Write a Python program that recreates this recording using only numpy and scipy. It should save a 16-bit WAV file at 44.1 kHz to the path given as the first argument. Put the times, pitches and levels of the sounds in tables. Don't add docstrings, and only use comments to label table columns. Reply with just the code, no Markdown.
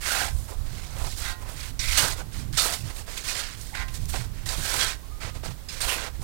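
import sys
import numpy as np
from scipy import signal
from scipy.fft import rfft, irfft
from scipy.io import wavfile
from scipy.ndimage import uniform_filter1d

SR = 44100
rng = np.random.default_rng(int(sys.argv[2]) if len(sys.argv) > 2 else 0)


def pcm_store(signal):
    levels = np.round(np.clip(np.atleast_2d(signal), -1, 1) * 32767)
    wavfile.write(sys.argv[1], SR, levels.astype(np.int16).T)


N = 274875
TIME = np.arange(N) / SR

# [f/Hz, level/dB]; each is scaled to rms 1 before its layer level
HISS_SPECTRUM = [(30, -1), (100, -4), (300, -6), (1000, -9.5), (3000, -13), (8000, -15.5), (15500, -17.5)]
AIR_SPECTRUM = [(20, 1.5), (60, 2.5), (100, -10), (180, -15.5), (450, -24), (1100, -28.5), (2600, -34),
                (4200, -33), (9000, -37.5), (15500, -36.5)]
RUMBLE_SPECTRUM = [(12, -1.5), (27, 3), (48, -1.5), (75, -3), (110, -12), (200, -68)]
EDDY_SPECTRUM = [(45, -29), (90, 3), (135, -1), (200, -13), (320, -20), (700, -45)]
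HISS_DB, AIR_DB = -56, -42.5
# [t/s, rumble level/dB, small-eddy level/dB]
GUSTS = [(0.0, -41, -62), (0.05, -43, -57), (0.42, -33, -40), (0.47, -48, -46), (0.61, -31, -42.5),
         (0.8, -35, -40), (0.87, -40, -48.5), (1.02, -27.5, -40), (1.13, -38.5, -51), (1.68, -43, -48.5),
         (1.82, -33.5, -45), (2.34, -41.5, -43.5), (2.38, -33.5, -38), (2.48, -36, -38), (2.71, -42.5, -47),
         (2.85, -38, -38.5), (2.93, -40, -59), (3.42, -48, -54), (3.99, -35.5, -40), (4.84, -39.5, -47.5),
         (5.03, -54, -61), (5.14, -38.5, -55), (5.21, -58, -53.5), (5.24, -35.5, -38), (5.4, -42.5, -46),
         (5.5, -32.5, -38), (5.53, -43.5, -53), (5.99, -40, -49), (6.11, -43, -62), (6.23, -35, -41.5)]
BUFFET_PER_S, BUFFET_DB = 14, 2.5
# [t/s, f/Hz, level/dB]
FAR_TONE = [(4.95, 1044, -85), (5.02, 1075, -66), (5.1, 1110, -65), (5.12, 1232, -59), (5.25, 1230, -72),
            (5.36, 1240, -57), (5.43, 1230, -77)]
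# [t/s, level/dB, nominal band f/Hz, t60/s]
CLODS = [(0.195, -45, 714, 0.07), (0.519, -38.5, 494, 0.054), (0.984, -39, 8000, 0.04),
         (2.042, -30, 710, 0.13), (2.527, -36, 6040, 0.033), (2.658, -27.5, 660, 0.097),
         (3.007, -41.5, 563, 0.047), (3.076, -42.5, 804, 0.13), (3.242, -40, 3000, 0.049),
         (3.61, -40, 7050, 0.071), (3.75, -30.5, 1880, 0.06), (3.821, -34, 1690, 0.062),
         (3.881, -40.5, 3000, 0.1), (3.94, -36.5, 6300, 0.11), (4.055, -35, 8300, 0.018),
         (4.09, -45, 10000, 0.11), (4.139, -30, 770, 0.13), (4.529, -34, 895, 0.058),
         (4.583, -31.5, 130, 0.09), (4.738, -27.5, 885, 0.083), (5.351, -44, 560, 0.069),
         (5.434, -37.5, 573, 0.092)]
# [start t/s, end t/s, f/Hz, width/Hz, level/dB]
RASPS = [(0.108, 0.296, 750, 160, -38), (0.067, 0.255, 1520, 300, -34.5), (1.788, 1.975, 2180, 380, -37.5),
         (1.95, 2.1, 1485, 200, -35.5), (2.19, 2.225, 1490, 220, -42), (2.57, 2.705, 1300, 150, -37.5),
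         (2.584, 2.752, 714, 90, -45), (3.72, 3.84, 826, 160, -47.5), (3.73, 3.848, 2017, 400, -41),
         (4.593, 4.908, 1575, 200, -42), (4.717, 4.86, 490, 90, -49), (4.69, 4.908, 1060, 60, -54),
         (4.795, 4.875, 3300, 200, -38), (5.723, 5.8, 511, 60, -53), (5.875, 5.968, 2700, 550, -35)]
# [t/s, crack level/dB, crack t60/s, ping f/Hz, ping level re crack/dB]
CHOPS = [(1.792, -28, 0.14, 5826, -7.5), (1.955, -23.5, 0.045, 3870, -9), (1.975, -19.5, 0.022, 6450, -0.5),
         (2.572, -19, 0.15, 3700, -7.5), (2.596, -19.5, 0.034, 4360, -22), (3.285, -29, 0.05, 2490, -4.5),
         (4.489, -21, 0.019, 7330, -10.5), (4.806, -29.5, 0.11, 3336, 4.5), (5.686, -35, 0.06, 5010, -3),
         (5.814, -26, 0.051, 8690, -7.5), (5.896, -30.5, 0.053, 3020, 0.5)]
# [f/Hz, level/dB before decay weighting, free t60/s]
BLADE_MODES = [(728, -4, .3), (800, -5, .3), (865, -6, .28), (1044, -1, .55), (1250, -11, .25),
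               (1410, -5, .25), (1446, -3, .45), (1572, 0, .4), (1645, -5, .25), (1893, -3, .4),
               (2028, -2, .3), (2191, -8, .2), (2395, -8, .17), (2640, -11, .15), (3310, -7, .15),
               (3750, -5, .17), (3925, -4, .15), (4445, -4, .15), (4915, -5, .2), (5800, -8, .12),
               (6395, -3, .15), (7675, -5, .1), (8390, -7, .08), (9225, -6, .08)]
# [f/Hz, level/dB]
CRUST_SPECTRUM = [(500, -15.5), (1300, -10.5), (2600, -5), (4200, 2.5), (6000, -1.5), (9200, -4.5),
                  (10400, -20), (16000, -24)]
PACKING_SPECTRUM = [(120, -14), (250, -6.5), (480, -1), (750, -0.5), (1050, -1), (1350, -5.5), (2000, -25),
                    (3000, -42)]
RUBBING_SPECTRUM = [(600, -43), (1000, -8), (1250, -5), (1530, -2.5), (2200, -1.5), (3000, -7), (6000, -15)]
POWDER_SPECTRUM = [(4000, -10.5), (8000, 1), (9500, 1.5), (11000, -3), (13000, -4), (16000, -9)]
SLIDING_SPECTRUM = [(400, -30), (720, -7.5), (1050, -2), (2100, -2), (3000, 1.5), (4500, -4), (8000, -22)]
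# [start t/s, turning point t/s, end t/s, crust level there/dB,
# drop towards the start/dB, drop towards the end/dB (negative = louder),
# then re crust: rubbing level/dB, packing level/dB, powder level/dB]; "there" is the turning point
STROKES = [ (0.005, 0.139, 0.31, -29.5, 14.5, 15, -2.5, -9.5, -6),
           (1.793, 1.944, 1.99, -31.5, 5.5, -5.5, -8, -22.5, -9),
           (1.97, 1.972, 2.133, -27, 1, 11, -5, -7, -5),
           (2.568, 2.59, 2.76, -29.5, 11, 7.5, -6.5, -9.5, -4),
           (3.236, 3.302, 3.413, -33, 6.5, 4.5, -9, -13.5, -9),
           (3.366, 3.373, 3.775, -36, 3, 54, -1.5, -15, -14),
           (4.118, 4.145, 4.25, -38.5, 20, 14.5, -3.5, -8.5, -7.5),
           (4.457, 4.535, 4.575, -35.5, 2.5, 10, -8, -7.5, -6),
           (4.562, 4.764, 4.785, -32, 10.5, 1, -6, -10, -5),
           (4.789, 4.818, 4.943, -28, 3, 15, -3.5, -10.5, -10.5),
           (5.689, 5.698, 5.8, -42, 0, 1.5, -6, -19, -10), (5.802, 5.822, 5.885, -34, 5, 5, -4, -6.5, -4),
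           (5.878, 5.9, 5.975, -33.5, 5, 9, 0.5, -3, -3), (5.975, 6.023, 6.095, -40, -1, 12, 3, 0.5, -10.5),
           ]
# [columns as for the strokes, then free-ring level/dB]
THROWS = [ (1.199, 1.258, 1.322, -37.5, 5.3, 4, 0.55, -9, -8, -3),
          (3.741, 3.778, 3.85, -44, 5, 11.5, 9.3, -4, -14, -9.5), ]
# [start t/s, end t/s, crust level/dB,
# then re crust: rubbing level/dB, packing level/dB, powder level/dB]
SHUFFLES = [ (0.307, 0.463, -56.5, -25, -3.5, 4.5), (0.467, 0.54, -53, -4, 6.5, -1),
            (0.566, 0.67, -62, -14, 3, 0), (0.648, 0.957, -49.5, -4.5, -5, -9),
            (0.944, 1.08, -46.5, -2.5, 4, -4), (1.03, 1.166, -42, -18, -19, -7.5),
            (1.159, 1.215, -40.5, -12, -10, -3.5), (1.404, 1.44, -54.5, 2, 7, 0),
            (1.442, 1.524, -55, 4, 7.5, -14), (1.464, 1.546, -49.5, 1, -3, -1),
            (1.55, 1.707, -45, -2.5, -9, -6), (2.148, 2.22, -45.5, -2.5, 3.5, -6.5),
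            (2.31, 2.439, -46, -5.5, -10, -8.5), (2.526, 2.604, -39.5, -7.5, -31, -9),
            (2.723, 2.817, -41.5, -26, -32, -4.5), (2.827, 2.937, -47.5, -4.5, -5, -7),
            (2.94, 3.019, -45.5, -10, -9, -2.5), (3.06, 3.16, -44, -4, -10, -8),
            (3.132, 3.229, -39.5, -8.5, -15, -10), (3.543, 3.745, -50, -16, -26, -3.5),
            (3.877, 4.09, -53, -11, -8, -4.5), (3.934, 3.974, -44.5, -9, -7.5, -2.5),
            (4.08, 4.127, -43, -6, -23, 0), (4.193, 4.275, -54, -11, -10, -6),
            (4.33, 4.455, -56.5, 0, -23, -24), (4.993, 5.17, -75, -6, -10, -1.5),
            (5.2, 5.299, -44, 2, -2.5, -16), (5.339, 5.371, -45, -3, -1, -15),
            (5.428, 5.487, -42, -2, -0.5, -10.5), (5.49, 5.526, -46.5, -2, -1, -9),
            (6.126, 6.167, -62.5, 7, 3, -4), (6.203, 6.245, -53.5, -13, 3, 0), ]
# [crust level/dB, rubbing level/dB, packing level/dB, powder level/dB]
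SETTLING = (-67, -72, -75, -66.5)
STROKE_ATTACK_S, SHUFFLE_ATTACK_S = 0.0022, 0.0086
RELEASE_S = 0.012
STROKE_ARCH = 1.57
LOAD_DB = 5.5
POWDER_LOSS_DB = 1
SHUFFLE_EDGE_DB = 4
THROW_TAIL_S = 0.07
TOP_HZ = 15850


def undb(db):
    return 10 ** (np.asarray(db) / 20)


def unit(x):
    return x / np.sqrt(np.mean(x ** 2))


def curves(rows):
    s, *columns = np.transpose(rows)
    return [np.interp(TIME, s, column) for column in columns]


def colour(x, points):
    hz, db = np.transpose(points)
    f = np.maximum(np.arange(N // 2 + 1) * SR / N, 1)
    ends = np.minimum(f / hz[0], 1) ** 2 * np.minimum(hz[-1] / f, 1) ** 2
    gain = undb(np.interp(np.log(f), np.log(hz), db)) * ends
    return unit(irfft(rfft(x) * gain, N))


def resonance(x, hz, width):
    edges = [max(hz - width / 2, 20), hz + width / 2]
    band = signal.butter(2, edges, "bandpass", fs=SR, output="sos")
    return unit(signal.sosfilt(band, x))


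def walk(rate):
    knots = rng.standard_normal(8192)
    return unit(np.interp(TIME * rate, np.arange(len(knots)), knots))


def grains(rate, scatter_db):
    happens = rng.random(N) < rate / SR
    size = undb(scatter_db * np.minimum(rng.exponential(size=N), 5))
    return unit(happens * size * rng.choice([-1, 1], N))


def decay(age, t60):
    return np.exp(-np.log(1000) * age / t60)


def burst(start, t60, rise):
    age = np.maximum(TIME - start, 0)
    return (1 - np.exp(-age / rise)) * decay(age, t60)


def hiss():
    return undb(HISS_DB) * colour(rng.standard_normal(N), HISS_SPECTRUM)


def air():
    return undb(AIR_DB) * colour(rng.standard_normal(N), AIR_SPECTRUM)


def wind():
    rumble_db, eddy_db = curves(GUSTS)
    rumble = colour(rng.standard_normal(N), RUMBLE_SPECTRUM)
    rumble *= undb(rumble_db + BUFFET_DB * walk(BUFFET_PER_S))
    eddies = colour(rng.standard_normal(N), EDDY_SPECTRUM)
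    eddies *= undb(eddy_db + 3.8 * walk(25) - 1.0)
    return rumble + eddies


def far_tone():
    hz, db = curves(FAR_TONE)
    phase = 2 * np.pi * np.cumsum(hz * (1 + 0.0057 * walk(60))) / SR
    return np.sqrt(2) * undb(db + 3.2 * walk(25)) * np.sin(phase)


def clods():
    out = np.zeros(N)
    for s, db, hz, t60 in CLODS:
        edges = [hz / 1.74, min(hz * 1.27, SR / 2 - 1000)]
        band = signal.butter(1, edges, "bandpass", fs=SR, output="sos")
        crumbs = unit(signal.sosfilt(band, grains(rate=4000, scatter_db=0.5)))
        out += undb(db) * burst(s, t60, rise=0.0006) * crumbs
    return out


def rasps():
    catches = grains(rate=900, scatter_db=1.5)
    out = np.zeros(N)
    for start, end, hz, width, db in RASPS:
        along = np.clip((TIME - start) / (end - start), 0, 1)
        arch = np.sqrt(4 * along * (1 - along))
        out += undb(db) * arch * resonance(catches, hz, width)
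    return out


def blade(force, damping, thicket_db):
    age = TIME[:SR // 2]
    ring = np.zeros(len(age))
    for hz, db, free_t60 in BLADE_MODES:
        t60 = free_t60 / damping
        ring += undb(db) / np.sqrt(t60) * decay(age, t60) * np.sin(2 * np.pi * hz * age)
    thicket = rng.standard_normal(len(age)) * decay(age, 0.15)
    ring = unit(ring) + undb(thicket_db) * unit(thicket)
    return signal.fftconvolve(force, ring / np.linalg.norm(ring))[:N]


def chops():
    cracks, pings = np.zeros(N), np.zeros(N)
    shower = colour(grains(rate=6500, scatter_db=0.5), CRUST_SPECTRUM)
    for s, db, t60, hz, ping_db in CHOPS:
        cracks += undb(db) * burst(s, t60, rise=0.00057) * shower
        ping = burst(s, 0.11, rise=0.00049) * resonance(shower, hz, width=63)
        pings += undb(db + ping_db) * ping
    ring = blade(cracks, damping=1.3, thicket_db=14.5)
    return undb(-4.5) * cracks + undb(-1.5) * ring + pings


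def chips(count, low_hz, high_hz, cycles):
    when, pitch, size = rng.random((count, 3)).T[:, :, None]
    hz = low_hz * (high_hz / low_hz) ** pitch
    age = TIME[:SR // 40]
    strength = (0.36 + size ** 3) * np.sqrt(hz)
    snaps = strength * np.exp(-age * hz / cycles) * np.sin(2 * np.pi * hz * age)
    places = (when * N).astype(int) + np.arange(len(age))
    return unit(np.bincount(places.ravel(), snaps.ravel(), N)[:N])


def push(start, turn, end, db, start_drop_db, end_drop_db, rub_db, pack_db, powder_db,
         attack=STROKE_ATTACK_S):
    bite = 1 - np.exp(-np.maximum(TIME - start, 0) / attack)
    contact = bite * np.exp(-np.maximum(TIME - end, 0) / RELEASE_S)
    on = contact > 1e-3
    t = TIME[on]
    before = np.interp(t, [start, turn], [1, 0])
    after = np.interp(t, [turn, end], [0, 1])
    crust_db = db - start_drop_db * before ** STROKE_ARCH - end_drop_db * after ** STROKE_ARCH
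    load = np.interp(t, [start, end], [-.5, .5])
    layers_db = [
        crust_db,
        crust_db + rub_db,
        crust_db + pack_db + LOAD_DB * load,
        crust_db + powder_db - POWDER_LOSS_DB * load,
    ]
    power = np.zeros((4, N))
    power[:, on] = (contact[on] * undb(layers_db)) ** 2
    return power


def work():
    power = sum(push(*row) for row in STROKES)
    power += sum(push(*row[:-1]) for row in THROWS)
    power += undb(SETTLING)[:, None] ** 2
    for start, end, db, *shares_db in SHUFFLES:
        middle = (start + end) / 2
        power += push(start, middle, end, db, SHUFFLE_EDGE_DB, SHUFFLE_EDGE_DB, *shares_db,
                      attack=SHUFFLE_ATTACK_S)
    return 10 * np.log10(power)


def throw_gates():
    lifted, ring_gain = np.zeros(N), np.zeros(N)
    for start, _, end, *_, ring_db in THROWS:
        during = (TIME > start) & (TIME < end + THROW_TAIL_S)
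        lifted += during
        ring_gain += undb(ring_db) * during
    return uniform_filter1d(lifted, SR // 50), ring_gain


def digging():
    crust_db, rub_db, pack_db, powder_db = work()
    slips_db = 1.35 * walk(85)
    crust_gain = undb(crust_db + slips_db)
    crust = colour(grains(rate=7000, scatter_db=1.0), CRUST_SPECTRUM) * crust_gain
    coarse = chips(count=3000, low_hz=1500, high_hz=9300, cycles=9) * crust_gain * undb(-6)
    powder = colour(grains(rate=6000, scatter_db=-6.5), POWDER_SPECTRUM)
    powder *= undb(powder_db + slips_db + 3.0)
    packing = colour(grains(rate=1600, scatter_db=2.0), PACKING_SPECTRUM)
    packing *= undb(pack_db + slips_db + 1.18 * walk(50) - 0.94)
    friction = undb(rub_db + slips_db + 1.14 * walk(60) - 1.5)
    rubbing = colour(grains(rate=2500, scatter_db=2.0), RUBBING_SPECTRUM) * friction

    aloft, ring_gain = throw_gates()
    bite = np.interp(crust_db, [-46, -35], [.3, 1])
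    force = rubbing + undb(-6.0) * packing + undb(-1.5) * crust
    buried = undb(-8.5) * blade(force * bite * (1 - aloft), damping=1.52, thicket_db=4.5)
    sliding = colour(grains(rate=2500, scatter_db=2.0), SLIDING_SPECTRUM) * friction * aloft
    free = blade(sliding * ring_gain, damping=1, thicket_db=-7)
    snow = undb(-2.0) * crust + coarse + powder + packing
    return snow + rubbing * undb(1.0 - 4.7 * aloft) + buried + free


def scene():
    layers = digging() + chops() + rasps() + clods() + wind() + air() + far_tone()
    right = undb(5.5) * layers
    left = hiss() + undb(-50) * right
    return np.array([left, right])


def record(dry):
    low_pass = signal.ellip(10, .2, 80, TOP_HZ, fs=SR, output="sos")
    return signal.sosfilt(low_pass, dry)


dry = scene()
out = record(dry)
pcm_store(out)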